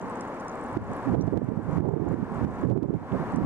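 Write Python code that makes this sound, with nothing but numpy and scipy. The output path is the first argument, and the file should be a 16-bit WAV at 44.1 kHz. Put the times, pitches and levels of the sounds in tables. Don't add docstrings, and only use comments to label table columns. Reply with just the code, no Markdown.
import sys
import numpy as np
from scipy import signal
from scipy.io import wavfile
from scipy.ndimage import minimum_filter1d

SR = 44100
rng = np.random.default_rng(int(sys.argv[2]) if len(sys.argv) > 2 else 0)


def digitize_waveform(pressure):
    field = np.atleast_2d(pressure).T
    bounded = np.clip(field, -1, 1)
    quanta = np.round(bounded * 32767).astype(np.int16)
    wavfile.write(sys.argv[1], SR, quanta)


N = 152145
T = np.arange(N) / SR


def amp(db):
    return 10 ** (np.asarray(db) / 20)


def unit_rms(x):
    return x / np.sqrt(np.mean(x ** 2) + 1e-20)


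def at_hz(table, hz):
    freq_hz, *columns = np.transpose(table)
    return [np.interp(np.log(hz), np.log(freq_hz), column) for column in columns]


def drift(rate_hz):
    step, settle = 40, 2000
    pole = np.exp(-2 * np.pi * rate_hz * step / SR)
    white = rng.standard_normal(N // step + settle + 2)
    slow = signal.lfilter([1], [1, -2 * pole, pole * pole], white)[settle:]
    return np.interp(np.arange(N) / step, np.arange(len(slow)), unit_rms(slow))


def noise_bands(top_hz):
    edges_hz = 22 * 2 ** np.arange(0, 9.6, 1 / 3)
    white = rng.standard_normal((2, 2, N))
    for k, (low, high) in enumerate(zip(edges_hz, edges_hz[1:])):
        if low < top_hz:
            bandpass = signal.butter(2, [low, high], "band", fs=SR, output="sos")
            yield np.sqrt(low * high), signal.sosfilt(bandpass, white[k % 2])


def wind_buffet():
    # time_s, left_db, right_db
    gusts = [(0, -59, -84.5), (.7, -47.5, -41), (.82, -26.5, -32), (.95, -38.5, -41), (1.02, -61, -41.5),
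             (1.07, -54, -18), (1.13, -26.5, -21.5), (1.17, -36, -12.5), (1.3, -45, -23), (1.38, -28, -5.5),
             (1.40, -33, -21.5), (1.44, -36, -20), (1.48, -35, -17.5), (1.55, -51, -20.5),
             (1.63, -44.5, -22.5), (1.752, -56.5, -24.5), (1.8, -32.5, -14.5), (2.0, -37.5, -14.5),
             (2.051, -33.5, -12.5), (2.22, -39, -19), (2.27, -42.5, -28.5), (2.39, -43.5, -41.5),
             (2.45, -29, -14.5), (2.51, -30.5, -25), (2.55, -43.5, -33.5), (2.61, -37, -34),
             (2.649, -34.5, -15), (2.82, -35.5, -12), (2.931, -24.5, -33), (3.0, -32, -27),
             (3.08, -49, -38), (3.2, -59, -28.5), (3.28, -29, -40), (3.348, -42, -25), (3.409, -43.5, -19),
             (3.45, -17.5, -27)]
    # centre_s, level_db, half_length_s
    puffs = [(0.045, -34.5, 0.033), (0.784, -22.5, 0.019), (0.912, -22, 0.013), (1.14, -19, 0.0092),
             (1.2, -12, 0.0041), (1.24, -10.5, 0.0054), (1.338, -11, 0.0087), (1.197, -21.5, 0.005),
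             (1.281, -9, 0.0057), (1.383, -18.5, 0.027), (1.43, -12.5, 0.012), (1.496, -18, 0.021),
             (1.518, -17.5, 0.023), (1.591, -14.5, 0.014), (1.693, -14, 0.0076), (1.822, -29, 0.013),
             (1.855, -10.5, 0.026), (1.89, -11, 0.0084), (1.91, -9.5, 0.003), (1.941, -11.5, 0.0041),
             (1.97, -10, 0.0089), (2, -8, 0.0039), (2.021, -11.5, 0.0091), (2.077, -11.5, 0.0097),
             (2.118, -11.5, 0.013), (2.162, -23.5, 0.0088), (2.227, -14, 0.0072), (2.333, -29, 0.032),
             (2.358, -27, 0.036), (2.422, -24, 0.025), (2.45, -20.5, 0.0055), (2.721, -7.5, 0.011),
             (2.763, -9.5, 0.0059), (2.79, -17, 0.0058), (2.842, -7.5, 0.013), (2.888, -10, 0.0079),
             (2.941, -12, 0.021), (3.03, -21, 0.014), (3.143, -15, .015), (3.208, -25, 0.015),
             (3.347, -15.5, 0.0036), (3.384, -13, 0.0066)]
    # freq_hz, relative_density_db
    colour = [(25, -33.5), (48, -15), (68, -8), (95, -3.5), (135, 1), (200, 1), (270, -3.5), (380, -2),
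              (540, -15.5), (760, -16), (1100, -41.5), (1500, -51.5), (2200, -39.5)]
    usual_db, lump_db, lump_hz, top_hz = -10.5, 2.5, 10.1, 1390
    brighten, thin = 0.85, 0.18
    time_s, left_db, right_db = np.transpose(gusts)
    puff_power = sum(amp(2 * db) * np.exp(-((T - at) / half) ** 2) for at, db, half in puffs)
    right_power = amp(2 * np.interp(T, time_s, right_db)) + puff_power
    level = np.array([amp(np.interp(T, time_s, left_db)), np.sqrt(right_power)])
    over_db = 20 * np.log10(level) - usual_db
    port_lumps = np.array([drift(lump_hz), drift(lump_hz)])
    rumble = 0
    for hz, pair in noise_bands(2200):
        shelter_db = np.array([[-4.5 * np.log2(hz / 100)], [0]])
        tilt = brighten * max(np.log2(hz / 250), 0) + thin * min(np.log2(hz / 120), 0)
        lumps = 0.31 * port_lumps + drift(lump_hz / 2)
        rumble += pair * amp(at_hz(colour, hz)[0] + shelter_db + tilt * over_db + lump_db * lumps)
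    left, right = signal.sosfilt(signal.butter(4, top_hz, fs=SR, output="sos"), rumble)
    return level * [unit_rms(left), unit_rms(right)]


def wind_slams():
    # centre_s, peak_db, swing_hz, click_db
    slams = [(0.773, -4.5, 292, -21), (1.138, -8.5, 280, -50), (1.147, -6.5, 463, -41),
             (1.152, -2, 560, -23.5), (1.196, -5, 215, -49), (1.21, -3, 300, -57), (1.243, -11, 200, -47),
             (1.28, -5, 253, -25), (1.327, -3.5, 330, -52), (1.334, -3.5, 380, -43), (1.343, -2, 326, -64),
             (1.362, -6, 330, -31), (1.375, -1.5, 380, -15), (1.419, -2.5, 392, -55), (1.49, -3, 207, -27),
             (1.521, -3.5, 293, -49), (1.577, -3, 169, -36), (1.785, -7, 300, -27.5), (1.808, -2, 267, -27),
             (1.857, -11, 357, -31), (1.965, -5, 332, -52), (2.065, -4.5, 300, -57),
             (2.143, -2.5, 284, -38), (2.416, -20.5, 297, -63), (2.45, -11, 289, -26.5),
             (2.638, -7, 278, -44), (2.674, -12, 300, -29), (2.7007, -5, 297, -23.5),
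             (2.7141, -3.5, 306, -20), (2.7773, 4, 280, -23), (2.785, -2, 302, -34), (2.826, 2, 287, -51),
             (2.831, -2, 301, -16), (2.842, -3, 220, -57), (2.86, -1, 257, -52), (2.899, -1.5, 180, -54),
             (2.907, 0, 317, -37), (2.939, -6.5, 248, -27.5), (3.373, -10, 208, -54)]
    width_rad, click_rise_s, click_decay_s = 2.6, .00004, .00015
    bell_at_crest = np.exp(-(np.pi / 2 / width_rad) ** 2 / 2)
    out = np.zeros((2, N))
    for centre_s, peak_db, swing_hz, click_db in slams:
        phase = 2 * np.pi * swing_hz * (T - centre_s)
        bell = np.exp(-(phase / width_rad) ** 2 / 2) / bell_at_crest
        swing = amp(peak_db) * bell * np.sin(phase)
        age_s = np.maximum(T - centre_s, 0)
        click = 2 * amp(click_db) * np.exp(-age_s / click_decay_s) * (1 - np.exp(-age_s / click_rise_s))
        out[1] += rng.choice([-1, 1]) * (swing - click)
    return out


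def waterfall():
    # freq_hz, relative_density_db, correlation, left_minus_right_db
    spectrum = [(30, -11, 0.35, 1), (59, -14, 0.65, -1.5), (91, -12, 0.95, -11), (165, -4, .88, 0),
                (246.5, 3.5, 1, 1.5), (330, -2.5, 1, 3.5), (497, 0, 0.91, 0.5), (665, -3.5, 1, 2.5),
                (975, -1, 1, 1.5), (1205, -8, .7, 4.5), (1516, -10.5, 1, -1.5), (2280, -23.5, -0.34, -4.5),
                (2920, -48, 0.34, -17), (4200, -33.5, 0.93, -1.5), (5000, -38.5, 0.13, 2),
                (6070, -42, -0.66, 6), (7000, -41, -0.23, 2.5), (8200, -41, 0.084, -1),
                (9800, -44, -0.25, -2.5), (15300, -56.5, -0.56, 1)]
    # time_s, gain_db
    carry = [(0, -4), (.1, 0.5), (.3, -0.5), (.6, -1), (.8, 0), (1.05, -0.5), (1.4, 1), (1.75, 0.5),
             (2.1, 3.5), (2.4, -1), (2.6, -2), (3.0, -1), (3.3, 0.5), (3.45, -1)]
    base_db, flicker_db = -34, 0.25
    opposed = np.array([[1], [-1]])
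    roar, shared_flicker = 0, drift(11.0)
    for hz, (mid, side) in noise_bands(SR / 2):
        density_db, correlation, balance_db = at_hz(spectrum, hz)
        flicker = 1.1 * shared_flicker + drift(18.0)
        gain = amp(density_db + flicker_db * flicker + opposed * balance_db / 2)
        roar += gain * (np.sqrt(1 + correlation) * mid + np.sqrt(1 - correlation) * side * opposed)
    return amp(base_db + np.interp(T, *np.transpose(carry))) * unit_rms(roar)


def dry_ticks():
    # start_s, level_db, low_pitch_hz, high_pitch_hz
    accents = [(.013, -38, 5500, 7500), (.098, -39, 7500, 9200), (.082, -51.5, 8900, 10200),
               (.112, -48, 7000, 9000), (.155, -40, 6800, 8200), (.209, -27, 5500, 9340),
               (.22, -44, 7700, 9000), (.281, -43, 6000, 11000), (.399, -38, 5600, 6800),
               (.408, -38.5, 5300, 9500), (.482, -29.5, 5500, 9000), (.495, -33, 5500, 6800),
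               (.575, -48, 6500, 8500), (.639, -40, 8000, 10000), (.683, -48, 9500, 10800),
               (.933, -35.5, 6500, 8500), (.965, -46, 10000, 11200), (1.207, -29.5, 3800, 4800),
               (1.212, -27, 5300, 6600), (1.222, -30, 5300, 6800), (1.268, -40, 4920, 8500),
               (1.443, -38.5, 7000, 8500), (1.518, -41, 7500, 8500), (1.632, -46, 7500, 9500),
               (1.73, -45, 6200, 7200), (1.748, -49, 6200, 7200), (1.886, -34, 6000, 8000),
               (2.087, -34, 6200, 7500), (2.48, -47, 6000, 8000), (2.853, -42, 8000, 8800),
               (3.12, -36, 2600, 3300), (3.322, -44, 7000, 7800), (3.36, -32.5, 5500, 9000)]
    rise_s, t60_s = .0003, .012
    sprinkle_count, sprinkle_per_s, low_share = 276, 90, .3
    sprinkle = []
    for when, chance, tone, spread in rng.random((sprinkle_count, 4)):
        level_db = -53 + 4 * min(-np.log(chance), 3)
        low_hz, high_hz = 5200 + 2200 * tone, 7000 + 2500 * spread
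        if tone < low_share:
            level_db, low_hz, high_hz = level_db + 1, low_hz / 2.7, high_hz / 2.7
        sprinkle.append((when * sprinkle_count / sprinkle_per_s, level_db, low_hz, high_hz))
    out, t = np.zeros(N + SR), np.arange(SR // 50) / SR
    envelope = (1 - np.exp(-t / rise_s)) ** 2 * amp(-60 * t / t60_s)
    for start_s, level_db, low_hz, high_hz in list(accents) + sprinkle:
        pitch_hz = np.linspace(low_hz, high_hz, 6)[:, None] * rng.uniform(.96, 1.04, (6, 1))
        partials = low_hz / pitch_hz * np.sin(2 * np.pi * pitch_hz * (t + 1))
        start = int(start_s * SR)
        out[start:start + len(t)] += amp(level_db) * envelope * partials.sum(axis=0) / 3
    return out[:N] * amp([[-2.5], [0]])


def scene():
    port_lag_s = .00009
    left, right = waterfall() + dry_ticks()
    outside = np.array([np.roll(left, round(port_lag_s * SR)), right])
    return outside + wind_buffet() + wind_slams()


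def record(dry):
    ceiling_db, release_db_per_s, cutoff_hz = -13.5, 54.5, 16000
    attack_s, hold_s = .000065, .005
    over_db = np.maximum(20 * np.log10(np.abs(dry).max(axis=0) + 1e-9) - ceiling_db, 0)
    climb_db = release_db_per_s * T
    release_db = np.interp(T - hold_s, T, np.maximum.accumulate(over_db + climb_db) - climb_db)
    half_hold = int(hold_s * SR) // 2
    hold_db = np.roll(-minimum_filter1d(-over_db, size=2 * half_hold + 1), half_hold)
    pole = np.exp(-1 / (attack_s * SR))
    duck_db = signal.lfilter([1 - pole], [1, -pole], np.maximum(release_db, hold_db))
    drive = dry * amp(-duck_db) / amp(ceiling_db + 1.5)
    rounded = amp(ceiling_db + 1) * drive / (1 + np.abs(drive) ** 6) ** (1 / 6)
    return signal.sosfilt(signal.cheby2(12, 70, cutoff_hz, fs=SR, output="sos"), rounded)


dry = scene()
out = record(dry)
digitize_waveform(out)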